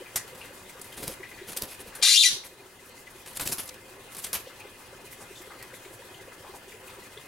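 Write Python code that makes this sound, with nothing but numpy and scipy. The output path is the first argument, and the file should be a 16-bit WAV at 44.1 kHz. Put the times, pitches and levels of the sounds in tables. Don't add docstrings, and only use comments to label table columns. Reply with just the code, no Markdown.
import sys
import numpy as np
from scipy import signal
from scipy.fft import rfft, irfft, next_fast_len
from scipy.io import wavfile
from scipy.ndimage import uniform_filter1d

SR = 44100
rng = np.random.default_rng(int(sys.argv[2]) if len(sys.argv) > 2 else 0)


def generate_wav(sig):
    pcm = np.round(np.clip(np.atleast_2d(sig).T, -1, 1) * 32767).astype(np.int16)
    wavfile.write(sys.argv[1], SR, pcm)


def natural_amplitude(level_db):
    exponent = np.asarray(level_db, float) / 20
    return 10 ** exponent


N = 320607

# (frequency [Hz], level [dB])
FEATHERS = [(2000, -12.5), (4000, -8), (7000, -7.5), (10500, -1), (13000, -5), (16000, -19)]
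# (time [s], level [dB], fall [ms], claw rasp [dB])
SLAMS = [
    (0.16, -22, 7.3, -10),
]
# (time [s], pitch [Hz])
SCREECH_PITCH = [
    (2.016, 1400),
    (2.026, 2130),
    (2.07, 1930),
    (2.14, 2180),
    (2.178, 3620),
    (2.221, 3800),
    (2.237, 2480),
    (2.256, 1990),
    (2.3, 1930),
]
ONSET_S, FADE_S = 2.0245, 2.272
MID_SIDE = np.array([[1], [-1]])


def evened(x):
    return x / np.sqrt(np.mean(x ** 2) + 1e-20)


def read(points, hz):
    f, value = np.transpose(points)
    return np.interp(np.log(hz + 1), np.log(f + 1), value)


def add(mix, s, sound):
    part = mix[..., max(round(s * SR), 0):][..., :sound.shape[-1]]
    part += sound[..., :part.shape[-1]]


def coloured(points, size):
    full = next_fast_len(size, True)
    hz = np.fft.rfftfreq(full, 1 / SR)
    spectrum = rfft(rng.standard_normal(full)) * natural_amplitude(read(points, hz))
    return evened(irfft(spectrum, full)[:size])


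def drift(ms, size=N):
    width = max(int(ms * SR / 1000), 1)
    smooth = uniform_filter1d(rng.standard_normal(size), width)
    return evened(uniform_filter1d(smooth, width))


def follow(x, ms):
    keep = np.exp(-1000 / (ms * SR))
    return signal.lfilter([1 - keep], [1, -keep], x)


def resonate(x, hz, width):
    r = np.exp(-np.pi * width / SR)
    return 2 * signal.lfilter([1 - r], [1, -r * np.exp(2j * np.pi * hz / SR)], x).real


def above(x, hz):
    return signal.sosfilt(signal.butter(2, hz, "high", fs=SR, output="sos"), x)


def panned(x, db):
    return x * natural_amplitude(np.array([[db / 2], [-db / 2]]))


def walls(x, share):
    back = np.zeros(111)
    back[[0, -1]] = 1, -np.clip(share, 0, .8)
    return signal.lfilter([1], back, x)


def patchy(x):
    z = signal.stft(x, nperseg=256)[2]
    patches = rng.standard_normal(z.shape[::-1]).T
    patches = uniform_filter1d(patches, size=12, axis=0)
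    patches = uniform_filter1d(patches, size=5, axis=1)
    patch_db = 2.5 * evened(patches)
    return evened(signal.istft(z * natural_amplitude(patch_db), nperseg=256)[1][:len(x)])


def hush():
    # (frequency [Hz], level [dB per Hz])
    hush_colour = [(12, -42), (20, -1.5), (102, -12), (297, -6), (393, -9.5), (599, -9), (2000, -10.5),
                   (2310, -19), (2510, -11.5), (5360, -18.5), (9670, -17.5), (15200, -24.5), (16500, -17.5)]
    # (frequency [Hz], left-right likeness [0 to 1])
    likeness = [(60, 1), (180, 0.93), (550, 0.65), (1650, 0.45), (4970, 0.36), (15000, 0.62)]
    # (frequency [Hz], left-right difference [dB])
    lean = [(60, 0), (240, 0.5), (950, 1.5), (3770, 2.5), (15000, 0.5)]
    frames, hz = N // 256 + 5, np.fft.rfftfreq(1024, 1 / SR)
    a, b, c, d, patches = rng.standard_normal((frames, 513, 5)).T
    patches = evened(uniform_filter1d(uniform_filter1d(patches, 14, 0), 10, 1))
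    patches *= 1.2 + 1.2 * ((hz > 700) & (hz < 4500))[:, None]
    leaves = evened(uniform_filter1d(rng.standard_normal(frames), 4)) * np.clip(hz / 6000, 0, 1)[:, None]
    same = np.clip(read(likeness, hz), -1, 1)[:, None]
    left = a + 1j * b
    right = same * left + np.sqrt(1 - same ** 2) * (c + 1j * d)
    z = np.array([left, right])
    z *= natural_amplitude(read(hush_colour, hz)[:, None] + patches + 1.5 * leaves)
    z *= natural_amplitude(np.multiply.outer([.5, -.5], read(lean, hz)))[..., None]
    return natural_amplitude(-48.5) * evened(signal.istft(z, nperseg=1024, noverlap=768)[1][:, :N])


def whine():
    t = np.arange(N) / SR
    return natural_amplitude(-74.5) * np.sqrt(2) * np.sin(2 * np.pi * 15734.3 * t)


def trickle():
    # (frequency [Hz], width [Hz], level [dB])
    basin_tones = [(107, 25, -6.5), (382, 34, -3), (521.5, 30, -5), (969, 60, -8.5), (1724, 60, -11),
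                   (2078, 45, -7), (2487, 40, -8.5)]
    out = np.zeros((2, N))
    for hz, width, db in basin_tones:
        fits = natural_amplitude(2.96 * drift(18))
        mid, side = evened(resonate(rng.standard_normal((2, N)) * fits, hz, width))
        out += natural_amplitude(db) * (mid + 0.12 * side * MID_SIDE)
    return natural_amplitude(-55.5) * out


def drips():
    # (time [s], peak [dB], pitch [Hz])
    deep_drops = [(.003, -30, 372), (0.149, -33, 380), (0.247, -35.5, 422), (.328, -33, 490),
                  (1.023, -28, 410), (1.201, -29, 373), (1.415, -27.5, 373), (1.637, -43, 303),
                  (2.279, -30, 390), (2.365, -31, 380), (2.6, -33, 383), (2.824, -36.5, 374),
                  (.571, -42, 377), (.79, -41, 382), (.859, -42, 385), (1.002, -37, 390), (1.079, -32, 402),
                  (1.333, -38.5, 350), (1.581, -36, 382), (2.524, -42, 342), (2.657, -36, 388),
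                  (3.05, -39, 385), (3.151, -37, 375), (3.468, -41, 353), (3.843, -42, 384),
                  (4.163, -40, 398), (4.649, -35, 386), (4.757, -43, 369), (5.188, -41, 398),
                  (5.401, -35, 347), (5.608, -43, 390), (5.732, -40, 372), (5.802, -44, 390),
                  (6.248, -41, 396), (6.493, -36, 378), (3.513, -34, 365), (3.784, -37.5, 390),
                  (3.98, -37, 398), (4.053, -37, 454), (4.399, -36, 390), (5.04, -34.5, 385),
                  (5.306, -30.5, 382), (5.473, -34.5, 406), (5.551, -38, 340), (5.858, -33.5, 387),
                  (5.905, -36, 344), (6.212, -38, 383), (6.538, -38, 362), (6.676, -35.5, 388),
                  (6.741, -34, 424), (6.867, -38, 380), (6.984, -32.5, 375), (7.17, -32, 415)]
    # (time [s], peak [dB])
    shallow_drops = [(0.021, -29.5), (0.508, -32.5), (.756, -36), (1.097, -27), (1.49, -35), (1.565, -31.5),
                     (1.861, -36), (2, -31), (2.896, -33.5), (.148, -34.5), (.379, -38), (.9, -40),
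                     (1.042, -29), (2.523, -37), (3.02, -45), (4.721, -48), (5.242, -42), (5.389, -43),
                     (6.439, -39), (6.536, -39), (3.27, -37), (3.405, -32), (4.471, -28), (4.653, -34),
                     (4.93, -34), (5.735, -34.5), (5.996, -37), (6.281, -32.5)]
    shallow_hz, scatter = 515, 0.0034
    drops = list(deep_drops)
    for s, db in shallow_drops:
        drops.append((s, db, shallow_hz * (1 + scatter * rng.standard_normal())))
    out = np.zeros(N)
    for s, db, hz in drops:
        cycle = np.arange(0, 12, hz / SR)
        shape = np.exp(-((cycle - 5) / 2.6) ** 2)
        bubble = np.sin(2 * np.pi * (cycle + 0.00073 * cycle ** 2))
        add(out, s - .007, natural_amplitude(db - 8.0) * shape * bubble)
    return panned(out, 0.93)


def plinks():
    # (time [s], peak [dB], pitch [Hz])
    rim_drops = [(.062, -37, 2440), (.07, -41, 2050), (.6, -40, 2470), (.84, -41, 2040), (1.34, -40, 4500),
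                 (1.783, -38, 2480), (2.6, -36, 2440), (2.79, -37, 2040), (2.975, -37, 2040),
                 (2.94, -36, 930), (3.15, -40, 2490), (3.2, -39, 2470), (4.75, -40, 2030),
                 (4.97, -45, 2480), (5.07, -38, 2480), (5.26, -37, 2450), (5.3, -43, 2030),
                 (5.515, -39, 2080), (6.02, -36, 940), (6.195, -38, 2040), (6.54, -40, 2465),
                 (6.876, -35, 2485), (6.95, -43.5, 2430), (7.024, -37, 1970), (7.05, -40, 2410),
                 (7.176, -38, 2060)]
    ring_ms = 7
    out, t = np.zeros(N), np.arange(2000) / SR
    swell = np.exp(-((t * 1000 - 1.4 * ring_ms) / ring_ms) ** 2)
    for s, db, hz in rim_drops:
        add(out, s - .004, natural_amplitude(db - 11.5) * swell * np.sin(2 * np.pi * hz * t))
    return panned(out, 2.7)


def splashes():
    # (time [s], level [dB], centre [Hz], length [ms])
    bursts = [(0.059, -53, 2380, 46), (.159, -45, 1800, 66), (0.369, -56.5, 930, 110),
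              (0.41, -50, 2600, 67), (.695, -54, 2130, 25), (0.768, -53, 1230, 52),
              (0.921, -54.5, 3180, 49), (1.206, -54, 2000, 18), (1.23, -45, 2000, 46),
              (4.5, -56.5, 1390, 50), (1.315, -48, 1980, 28), (1.373, -52, 1920, 100),
              (1.918, -54, 1530, 190), (2.437, -48, 2060, 31), (3.071, -50.5, 1990, 27),
              (3.71, -52, 2100, 22), (4.599, -54.5, 2540, 75), (5.128, -51, 2020, 15), (5.2, -55, 850, 70),
              (5.355, -55.5, 3560, 63), (5.5, -52, 1260, 90), (5.604, -52, 1940, 54),
              (5.701, -55, 1620, 68), (5.741, -51.5, 2070, 26), (5.85, -53.5, 2100, 27),
              (6.14, -57, 3020, 52), (6.318, -55, 1350, 51), (6.445, -54, 870, 52), (6.72, -52, 2180, 30),
              (6.876, -56, 2580, 67), (6.54, -51.5, 890, 28), (7.175, -52.5, 3440, 31)]
    out = np.zeros(N)
    for s, db, hz, ms in bursts:
        width = 460 + 3.3 * ms
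        u = np.arange(3000 * 4) / SR * 1000 / ms
        lumps = natural_amplitude(0.68 * drift(8.8, size=len(u)))
        noise = rng.standard_normal(len(u)) * lumps
        water = evened(resonate(resonate(noise, hz, 0.49 * width), hz, 7.2 * width))
        shape = np.minimum(u * 8, 1) * np.exp(-1.5 * u)
        add(out, s - .003, natural_amplitude(db + 6.5) * shape * water)
    return panned(walls(out, 0.28), 4.1)


def rustles():
    # (time [s], level [dB], length [ms], centre [Hz])
    shifts = [(.02, -64, 17, 12100), (2.866, -52, 15, 10500), (2.895, -51, 5, 10500),
              (2.976, -55, 8.3, 4800), (3.0, -52, 17, 9500), (3.112, -52, 8.8, 10500),
              (3.162, -55, 10, 8500), (3.205, -52, 18, 10900), (3.311, -49, 8, 10000),
              (3.694, -36, 2.9, 5600), (4.484, -52, 20, 3580), (4.29, -50, 12, 11000),
              (.458, -52, 8, 10000), (0.551, -52.5, 14, 10500), (0.702, -48, 11, 8850),
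              (1.478, -57, 8, 10500), (3.353, -47, 5, 10000), (4.131, -48, 13, 10000),
              (4.233, -43, 9.8, 11000), (4.604, -51, 6, 9000), (4.8, -56, 13, 9500),
              (5.066, -53, 14, 10000), (5.128, -46, 13, 11600), (5.222, -49.5, 18, 8400),
              (5.385, -51, 24, 6940), (5.422, -51, 8, 12500), (5.758, -49.5, 15, 9800),
              (5.941, -50, 16, 9300), (6.563, -52, 14, 8500), (6.691, -55, 11, 7500),
              (6.877, -49.5, 10, 10000), (7.042, -53, 9, 8500)]
    out, t = np.zeros((2, N)), np.arange(-3000, 3000) / SR
    for s, db, ms, hz in shifts:
        width = 0.78 * hz
        noise = rng.standard_normal((2, len(t)))
        mid, side = evened(resonate(resonate(noise, hz, width), hz, width))
        swell = np.exp(-.5 * (t * 1000 / ms) ** 2)
        add(out, s + t[0], natural_amplitude(db) * swell * (mid + 0.47 * side * MID_SIDE))
    return out


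def panel():
    # (frequency [Hz], level [dB], time to fall by 60 dB [s])
    panel_tones = [(1450, -19, 0.21), (2060, -2, 0.063), (6611, -10, 0.31), (7343, -9, 0.2),
                   (7634, -20, 5.0), (8694, -1, 0.055), (9300, -8, 0.069), (10300, -10, 0.1),
                   (10640, -13, 0.23), (11010, -7, 0.047), (11600, -3, 0.066), (11870, 8, 0.029)]
    out, t = np.zeros(N), np.arange(6000) / SR
    shake = rng.standard_normal(len(t)) * np.exp(-t / 0.0078)
    ring = np.zeros(len(t))
    for hz, db, t60 in panel_tones:
        t60 = np.clip(t60, .01, .1)
        ring += natural_amplitude(db) * resonate(shake, hz, 2.2 / t60) / np.sqrt(.02 / t60)
    add(out, SLAMS[0][0] - .002, natural_amplitude(-23) * ring / abs(ring).max())
    return panned(out, 1.0)


def moves():
    # (time [s], level [dB], stroke [ms], air thump [dB])
    strokes = [(.354, -53, 4.2, 12), (.797, -51, 2, 14), (.979, -42, 8.2, -2), (1.008, -49.5, 16, 6),
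               (1.031, -39, 5.4, 1), (1.04, -43, 3.7, 0), (1.065, -50, 25, 4), (1.08, -37.5, 4.3, 1),
               (1.096, -48.5, 12, 7.5), (1.122, -46, 8.8, -10), (1.137, -46, 7.5, -12), (1.2, -64, 5, 7),
               (1.494, -39.5, 15, -5), (1.523, -44, 4.6, -5), (1.534, -41, 3.7, -5), (1.566, -32, 2.5, -21),
               (1.574, -26, 3.9, -27), (1.587, -40, 7.4, -21), (1.623, -39.5, 5.2, 6.5),
               (1.638, -39.5, 7.3, 0.5), (1.654, -47, 3.2, 3), (1.682, -48, 11, -18),
               (1.722, -43.5, 18.5, -23), (1.749, -53, 6, -20), (1.794, -52, 4, -15), (1.809, -44, 8.8, -3),
               (1.88, -54, 13, 9), (2.325, -44, 26, 3), (2.457, -40, 14, -12), (3.357, -40, 3.4, -20),
               (3.364, -36, 2.5, -28), (3.373, -30.5, 4.7, -28), (3.411, -39, 3.7, -3), (3.421, -39, 6, 4),
               (3.435, -44, 7.2, 5), (3.457, -33, 3.5, -5), (3.466, -33, 5, -3), (3.475, -23, 2.7, -22),
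               (3.486, -38, 5, -17), (3.497, -37, 8.8, 0), (3.523, -26.5, 5.7, -17), (3.533, -31, 7, -13),
               (3.545, -42, 6, -15), (3.6, -37, 5.5, -22), (3.616, -49, 3.8, -15), (3.679, -43, 3.7, -26),
               (3.743, -48, 2.5, -10), (4.19, -37, 11.5, -10), (4.247, -31, 7.7, -15),
               (4.345, -32.5, 5.4, -29), (4.358, -35, 7, -29), (4.371, -44, 5.5, -22),
               (4.384, -59, 10, -22), (4.404, -50, 6.5, -22)]
    # (time [s], level [dB], fall [ms], claw rasp [dB])
    grabs = [(0.279, -51, 4.9, 4.5), (.378, -51, 40, -6), (.816, -35.5, 3.4, -28), (.845, -48.5, 29, -5),
             (0.925, -51, 4.4, -16), (0.942, -48, 6, -18), (1.29, -54, 21, -6), (1.953, -39, 13.5, -12),
             (3.262, -42, 8.5, -3), (3.276, -43, 17, -4.5), (3.635, -42, 5, -22), (3.332, -46, 2, -15),
             (3.398, -29, 9.3, -2.5), (3.583, -32, 11.4, -7), (3.658, -44, 5.9, -24), (3.691, -40, 3, -19),
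             (4.149, -37, 4.9, -19), (4.169, -33.5, 2.5, -28), (4.268, -36.5, 4.1, -3.5),
             (4.332, -21.5, 4.9, -13), (4.352, -42, 16, 0.5), (5.627, -39.5, 2.7, -6), (3.457, -41, 3, -6),
             (7.258, -52, 6, -0.5)]
    hit_rise_ms, stroke_power, hit_power = 2.6, 1.5, 0.96
    found = []
    for s, db, ms, air_db in strokes:
        rasp_db = -1.5 - 0.5664 * (db + 52.5)
        found.append((s, db, 0.95 * ms, ms, stroke_power, rasp_db, air_db, False))
    for s, db, ms, rasp_db in grabs:
        found.append((s, db, hit_rise_ms, ms, hit_power, rasp_db, -40, False))
    for s, db, ms, rasp_db in SLAMS:
        found.append((s, db, hit_rise_ms, ms, hit_power, rasp_db, -45, True))
    return found


def flaps():
    # (frequency [Hz], level [dB])
    rasp_colour = [(500, -0.5), (1200, 1), (2500, 0.5), (5000, -6.5), (8000, -36)]
    # (frequency [Hz], level [dB])
    thump_colour = [(20, -10.5), (60, -7.5), (200, -8), (500, -10.5), (1200, -25)]
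    # (frequency [Hz], level [dB])
    mesh_colour = [(2000, -14), (4500, -3), (7000, 1), (9500, 1.5), (12000, -5), (16000, -17)]
    t = np.arange(N) / SR
    hiss, rattle, rasp, thump = np.zeros((4, N))
    for s, db, rise_ms, fall_ms, fall_power, rasp_db, thump_db, wire in moves():
        near = slice(max(int((s - .1) * SR), 0), int((s + 0.16) * SR))
        late = (t[near] - s) * 1000
        rise = (late / max(rise_ms - 1.2, .3)) ** 2
        fall = (abs(late) / max(fall_ms, 1)) ** fall_power
        push = natural_amplitude(db) * np.exp(-.6 * np.where(late < 0, rise, fall))
        (rattle if wire else hiss)[near] += push
        rasp[near] += natural_amplitude(rasp_db) * push
        thump[near] += natural_amplitude(thump_db) * uniform_filter1d(push, 500)
    grain = natural_amplitude(1.5 * drift(.8))
    crisp = []
    for _ in range(2):
        noise = hiss * patchy(coloured(FEATHERS, size=N))
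        noise = noise + rattle * coloured(mesh_colour, size=N)
        noise = noise + rasp * coloured(rasp_colour, size=N)
        crisp.append(grain * noise)
    return crisp[0] + thump * coloured(thump_colour, size=N), crisp[1]


def ticks():
    # (time [s], peak [dB], left-right difference [dB])
    claw_hits = [(.8155, -30, 0), (1.0795, -12.5, -2), (1.622, -10.5, -1), (1.9535, -28, -2),
                 (3.2745, -32, 0), (3.3978, -19, 4), (3.5245, -19, .5), (3.574, -23, 0), (3.6905, -33, 0),
                 (4.168, -25, -2), (4.2645, -29, 0), (4.3308, -23, 2)]
    out, t = np.zeros((2, N)), np.arange(600) / SR
    for s, db, pan in claw_hits:
        crack = coloured(FEATHERS, size=600) * (np.exp(-t / .0003) + .1 * np.exp(-t / .003))
        add(out, s, panned(natural_amplitude(db - 1.5) * crack / abs(crack).max(), pan))
    return above(out, 2300)


def effort(t):
    creak_db, onset_db, shut_db = -33, -14.5, -32
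    top_db = onset_db + 33.5 * (FADE_S - ONSET_S)
    s = [ONSET_S, ONSET_S + 0.002, FADE_S, FADE_S + .016, SCREECH_PITCH[-1][0]]
    return np.interp(t, s, [creak_db, onset_db, top_db, top_db - 10, shut_db])


def screech():
    # (frequency [Hz], level [dB])
    throat = [(600, -23), (1500, -24.5), (2200, -15.5), (2800, -10.5), (3300, -8.5), (3950, -5), (4500, -7),
              (5100, -10), (5800, -9), (6600, -12), (7200, -8), (8000, -15.5), (9000, -10), (10000, -11.5),
              (13000, -24.5), (16000, -25)]
    t = np.arange(SCREECH_PITCH[0][0], SCREECH_PITCH[-1][0], 1 / SR)
    size = len(t)
    pitch = np.interp(t, *np.transpose(SCREECH_PITCH))
    settle_s, settle_length_s = 2.232, .028
    settled = np.clip((t - settle_s) / settle_length_s, 0, 1)
    wobble = (1 - settled) * np.interp(t, [ONSET_S, settle_s], [.12, .092]) + settled * .024
    noisy = np.linspace(.44, .32, size) * (2000 / pitch) ** 1.1
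    slow = 2 * np.pi * np.cumsum(113 * (1 + 0.0423 * drift(8.5, size=size))) / SR
    fast = 2 * np.pi * np.cumsum(390 * (1 + 0.064 * drift(5.9, size=size))) / SR
    shake = .6 * np.sin(slow) + .7 * np.sin(fast) + .6 * drift(1.2, size=size)
    hz = pitch * np.exp(wobble * shake)
    turns = np.cumsum(hz) / SR
    root_db = -6 * np.clip((3400 - pitch) / 500, 0, 1) * (t < SCREECH_PITCH[4][0])
    stack = np.zeros(size)
    for k in range(1, 10):
        db = -.4 * k * (hz / 1000) ** 2 + root_db * (k == 1)
        db = db + 5 * settled * (k % 2) * min(k, 3) / 2
        db = db + 1.8 * drift(1.1, size=size) - 80 * (k * hz > 17000)
        stack += natural_amplitude(db) * np.cos(2 * np.pi * (k * turns + rng.random()))
    tone = irfft(rfft(stack) * natural_amplitude(read(throat, np.fft.rfftfreq(size, 1 / SR))), size)
    tone = tone / np.sqrt(uniform_filter1d(tone ** 2, 900) + 1e-9)
    beak = (1 - settled) * .72 * (1 - np.exp(-(t - t[0]) / .042)) + settled * .97
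    f, frames, z = signal.stft(coloured(throat, size=size), SR, nperseg=256)
    edge = np.interp(frames + t[0], t, beak * pitch)
    gain = natural_amplitude(5 * (f < 2000))[:, None] / (1 + (edge / (f[:, None] + 1)) ** 10)
    breath = signal.istft(z * gain, SR, nperseg=256)[1][:size]
    breath = breath * natural_amplitude(1.5 * drift(1.5, size=size) - .3)
    chop = 1 + .27 * (1 - settled) * np.sin(slow + 1.3)
    voice = (np.sqrt(1 - noisy) * tone + np.sqrt(noisy) * breath) * chop
    creak = follow(follow(voice, .04), .04)
    voice = np.where(t < ONSET_S, creak, voice)
    voice = signal.sosfilt(signal.butter(10, 14300, fs=SR, output="sos"), voice)
    out = np.zeros(N)
    add(out, t[0], natural_amplitude(effort(t)) * voice)
    return walls(out, .5)


def placed(x):
    # (frequency [Hz], left-right difference [dB])
    jay_lean = [(500, 1), (2500, 8.2), (5000, 6.8), (10000, 1.8), (15000, .7)]
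    # (frequency [Hz], how far left leads [radians])
    jay_lead = [(3000, 0.1), (7000, 0.61), (9500, 1.4), (13000, 1)]
    hz = np.fft.rfftfreq(N, 1 / SR)
    half = natural_amplitude(read(jay_lean, hz) / 2) * np.exp(.5j * read(jay_lead, hz))
    return irfft(rfft(x) * np.array([half, 1 / half]), N)


def yard(x):
    # (frequency [Hz], time to fall by 60 dB [s])
    fall_times = [(300, 0.9), (2000, 0.22), (4000, 0.31), (8000, 0.24), (14000, 0.25)]
    taps = np.zeros((2, SR // 2))
    at = np.arange(200, SR // 2 - 20, 20) + rng.integers(0, 20, (2, (SR // 2 - 201) // 20))
    np.put_along_axis(taps, at, rng.choice([-1., 1.], at.shape), 1)
    hz, t, z = signal.stft(taps, SR, nperseg=256)
    tail = signal.istft(z * natural_amplitude(-60 * t / read(fall_times, hz)[:, None]), SR, nperseg=256)[1]
    return signal.fftconvolve(x[None], tail / np.linalg.norm(tail[0]), axes=1)[:, :N]


def scene():
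    water = trickle() + drips() + plinks() + splashes()
    wings, spread = flaps()
    claws, jay = ticks(), screech()
    birds = placed(jay) + panned(wings, 0.97) + 0.17 * spread * MID_SIDE + claws
    blurred = above(jay * (.5 + 1.04 * drift(0.54)), 1750)
    sent = natural_amplitude(-8.0) * blurred + natural_amplitude(-8.5) * wings + natural_amplitude(-22) * claws.mean(0)
    echoes = yard(above(sent, 640))
    return hush() + whine() + water + rustles() + panel() + birds + echoes


def top_cut(x):
    return signal.sosfilt(signal.butter(12, 15770, fs=SR, output="sos"), x)


def record(dry):
    power_db = 10 * np.log10(abs(uniform_filter1d((dry ** 2).mean(0), 700)) + 1e-12)
    over_db = np.maximum(power_db + 25, 0)
    quick_db = .4 * follow(over_db, 4)
    slow_db = 1.08 * follow(over_db, 980)
    ducked = dry / natural_amplitude(quick_db + slow_db)
    edge = signal.firwin(255, 16300, fs=SR)
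    return top_cut(signal.oaconvolve(ducked, edge[None], "same"))


dry = scene()
out = record(dry)
generate_wav(out)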